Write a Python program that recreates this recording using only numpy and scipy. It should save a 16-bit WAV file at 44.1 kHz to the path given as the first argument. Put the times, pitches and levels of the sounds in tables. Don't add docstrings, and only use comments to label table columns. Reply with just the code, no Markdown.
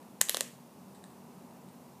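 import sys
import numpy as np
from scipy import signal
from scipy.fft import rfft, irfft, next_fast_len
from scipy.io import wavfile
from scipy.ndimage import uniform_filter1d

SR = 44100
rng = np.random.default_rng(int(sys.argv[2]) if len(sys.argv) > 2 else 0)


def wav_record(signal):
    frames = np.transpose(np.atleast_2d(signal))
    bounded = np.clip(frames, -1, 1)
    quanta = np.round(bounded * 32767).astype(np.int16)
    wavfile.write(sys.argv[1], SR, quanta)


N = 88200


def amp(db):
    return 10 ** (np.asarray(db) / 20)


def along(points, hz):
    f, values = np.transpose(points)
    return np.interp(np.log(hz + 1), np.log(f + 1), values)


def bell(f, hz, octaves):
    return np.exp(-(np.log2((f + 1) / hz) / octaves) ** 2)


def ringing(modes, f):
    return sum(amp(db) * 1j * f * width / (hz * hz - f * f + 1j * f * width) for hz, width, db in modes)


def filtered(x, response):
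    size = next_fast_len(len(x) + 8192)
    return irfft(rfft(x, size) * response(np.fft.rfftfreq(size, 1 / SR)), size)[:len(x)]


def noise(response):
    x = filtered(rng.standard_normal(N), response)
    return x / np.sqrt(np.mean(x ** 2) + 1e-20)


def placed(start_s, sound):
    track = np.zeros(N)
    part = track[round(start_s * SR):][:len(sound)]
    part += sound[:len(part)]
    return track


def whirr():
    # f/Hz, relative density/dB
    spectrum = [(18, -66), (30, -39), (64, -38), (87, -15), (113, -14.5), (129, -15), (178, -3),
                (209, -10.5), (241, -1), (299, -9), (625, -13), (963, -12.5), (1350, -23.5), (2200, -33),
                (2860, -31), (4840, -120)]
    # t/s, level/dB
    ducking = [(0, -53.5), (.3, -58.5), (.65, -56.5), (1.0, -55), (1.5, -54), (2.0, -56)]
    # f/Hz, half-width/Hz, level/dB
    hums = [(140.9, 11.8, -66.5), (191.7, 16.4, -60.5), (236.5, 6.3, -62), (401.2, 7.9, -73),
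            (1272, 5.6, -80.5)]
    level_db = np.interp(np.arange(N) / SR, *np.transpose(ducking))
    rush = amp(level_db) * noise(lambda f: amp(along(spectrum, f)))
    hum = sum(amp(db) * noise(lambda f: 1 / (1 + ((f - hz) / width) ** 4)) for hz, width, db in hums)
    return rush + hum


def hiss(level_db=-64.5):
    # f/Hz, relative density/dB
    spectrum = [(800, -37), (2000, -2.5), (3000, -3.5), (5000, -3), (8000, -3), (12000, -3.5),
                (15000, -4.5)]
    return amp(level_db) * noise(lambda f: amp(along(spectrum, f)))


def crack(start_s, chatter_db, chatter_t60_s, smooth_hz=1210):
    t = np.arange(SR // 10) / SR
    chatter = rng.standard_normal(len(t)) * amp(-60 * t / chatter_t60_s)
    force = amp(chatter_db) * chatter / np.linalg.norm(chatter)
    force[0] = 1
    spectrum = rfft(placed(start_s, force))
    band_power = uniform_filter1d(abs(spectrum) ** 2, int(smooth_hz * N / SR))
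    return irfft(spectrum / np.sqrt(band_power), N)


def fingers(chatter_db=7):
    # t/s, level/dB, chatter t60/s
    touches = [(.0283, -38.5, 0.026), (0.9479, -31.5, 0.16), (1.0404, -26, 0.0038), (1.103, -38.5, 0.017),
               (1.6874, -35, .025)]
    # f/Hz, width/Hz, level/dB
    modes = [(1785, 220, 7.5), (3260, 490, -4.5), (3840, 550, 3), (8070, 1200, 4.5)]
    # f/Hz, gain/dB
    muffling = [(9000, 1.5), (10500, -4.5), (15000, -9)]
    force = sum(amp(db) * crack(start_s, chatter_db, t60_s) for start_s, db, t60_s in touches)
    ticks = filtered(force, lambda f: ringing(modes, f) * amp(along(muffling, f)))
    return ticks + room(ticks, tail_db=-1)


def room(x, tail_db, predelay_s=0.004, build_s=0.001):
    # delay/s, level/dB
    echoes = [(.0057, -22.5), (0.0089, -21), (0.0175, -28)]
    # f/Hz, t60/s
    decay = [(300, 0.59), (2000, 0.45), (8000, 0.35), (15000, 0.5)]
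    # f/Hz, gain/dB
    colour = [(200, 9), (650, -4), (1100, -6.5), (1400, -5), (1800, -3), (2400, 3.5), (3800, -7), (5200, 0),
              (7500, -2), (11000, -3.5), (15000, -5)]
    hz, t, bands = signal.stft(rng.standard_normal(SR // 2), SR, nperseg=256)
    bands = bands * amp(-60 * t / along(decay, hz)[:, None])
    _, tail = signal.istft(bands, SR, nperseg=256)
    tail *= 1 - np.exp(-np.arange(len(tail)) / SR / build_s)
    tail = filtered(tail / np.linalg.norm(tail), lambda f: amp(along(colour, f)))
    diffuse = placed(predelay_s, amp(tail_db) * signal.fftconvolve(x, tail))
    return diffuse + sum(placed(delay_s, amp(db) * x) for delay_s, db in echoes)


def fasteners(cloth_lag_s=0.00018):
    # t/s, level/dB, clack/dB, ring/dB, top treble/dB, chatter/dB, chatter t60/s, thump/dB, room tail/dB
    snaps = [(0.2109, -12.5, -4, -19, -9, -6.5, 0.0075, -22, -26),
             (.2138, 4.5, -3, 4, 0, -3, .008, -10.5, -10.5), (0.2868, -15, 7.5, -3, -3, 6, 0.011, -20, -25),
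             (0.2951, -2, 3.5, -3, 3.5, -1.5, 0.0097, -6, -5.5),
             (0.3455, -4, 3.5, -8, -8, 11, .007, 0, -6.5),
             (0.3699, -5, -1, -4.5, -3.5, 3.5, 0.0074, 1, -6.5),
             (.4082, -2.5, 1, 1.5, -3.5, -4.5, 0.011, -1, -10)]
    # f/Hz, width/Hz, level/dB
    modes = [(1166, 280, 3), (1857, 390, 4), (3110, 890, -1), (3930, 1070, 3), (5340, 2500, -9.5),
             (6780, 1300, 1.5), (7820, 2360, 2.5), (10400, 1500, -3), (12300, 1500, -16)]
    # f/Hz, gain/dB
    rolloff = [(12500, 0), (13500, -3.5), (15000, -2.5)]
    out = np.zeros(N)
    for start_s, db, clack_db, ring_db, top_db, chatter_db, chatter_t60_s, thump_db, tail_db in snaps:
        def colour(f):
            peaks_db = clack_db * bell(f, hz=3550, octaves=0.42) + ring_db * bell(f, hz=7460, octaves=0.22)
            treble_db = along([(9400, 0), (10200, top_db)], f) + along(rolloff, f)
            return ringing(modes, f) * amp(db + peaks_db + treble_db)

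        direct = filtered(crack(start_s, chatter_db, chatter_t60_s), colour)
        all_round = filtered(signal.unit_impulse(N, round(start_s * SR)), colour)
        out += direct + room(all_round, tail_db) + cloth(start_s + cloth_lag_s, db + thump_db)
    return out


def cloth(start_s, gain_db, low_cut_hz=416):
    # f/Hz, t60/s, level/dB
    modes = [(597, 0.008, -19.5), (1077, 0.0084, -22.5)]
    t = np.arange(SR // 20) / SR
    motion = sum(amp(db - 60 * t / t60_s) * np.sin(2 * np.pi * hz * t) for hz, t60_s, db in modes)
    radiated = signal.sosfilt(signal.butter(4, low_cut_hz, "high", fs=SR, output="sos"), motion)
    thump = placed(start_s, amp(gain_db) * radiated)
    return thump + room(thump, tail_db=-9.5)


def scene():
    return (whirr() + hiss() + fingers() + fasteners())[None]


def record(dry):
    cutoff_hz = 15050
    return signal.sosfilt(signal.ellip(10, 0.1, 70, cutoff_hz, fs=SR, output="sos"), dry)


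dry = scene()
out = record(dry)
wav_record(out)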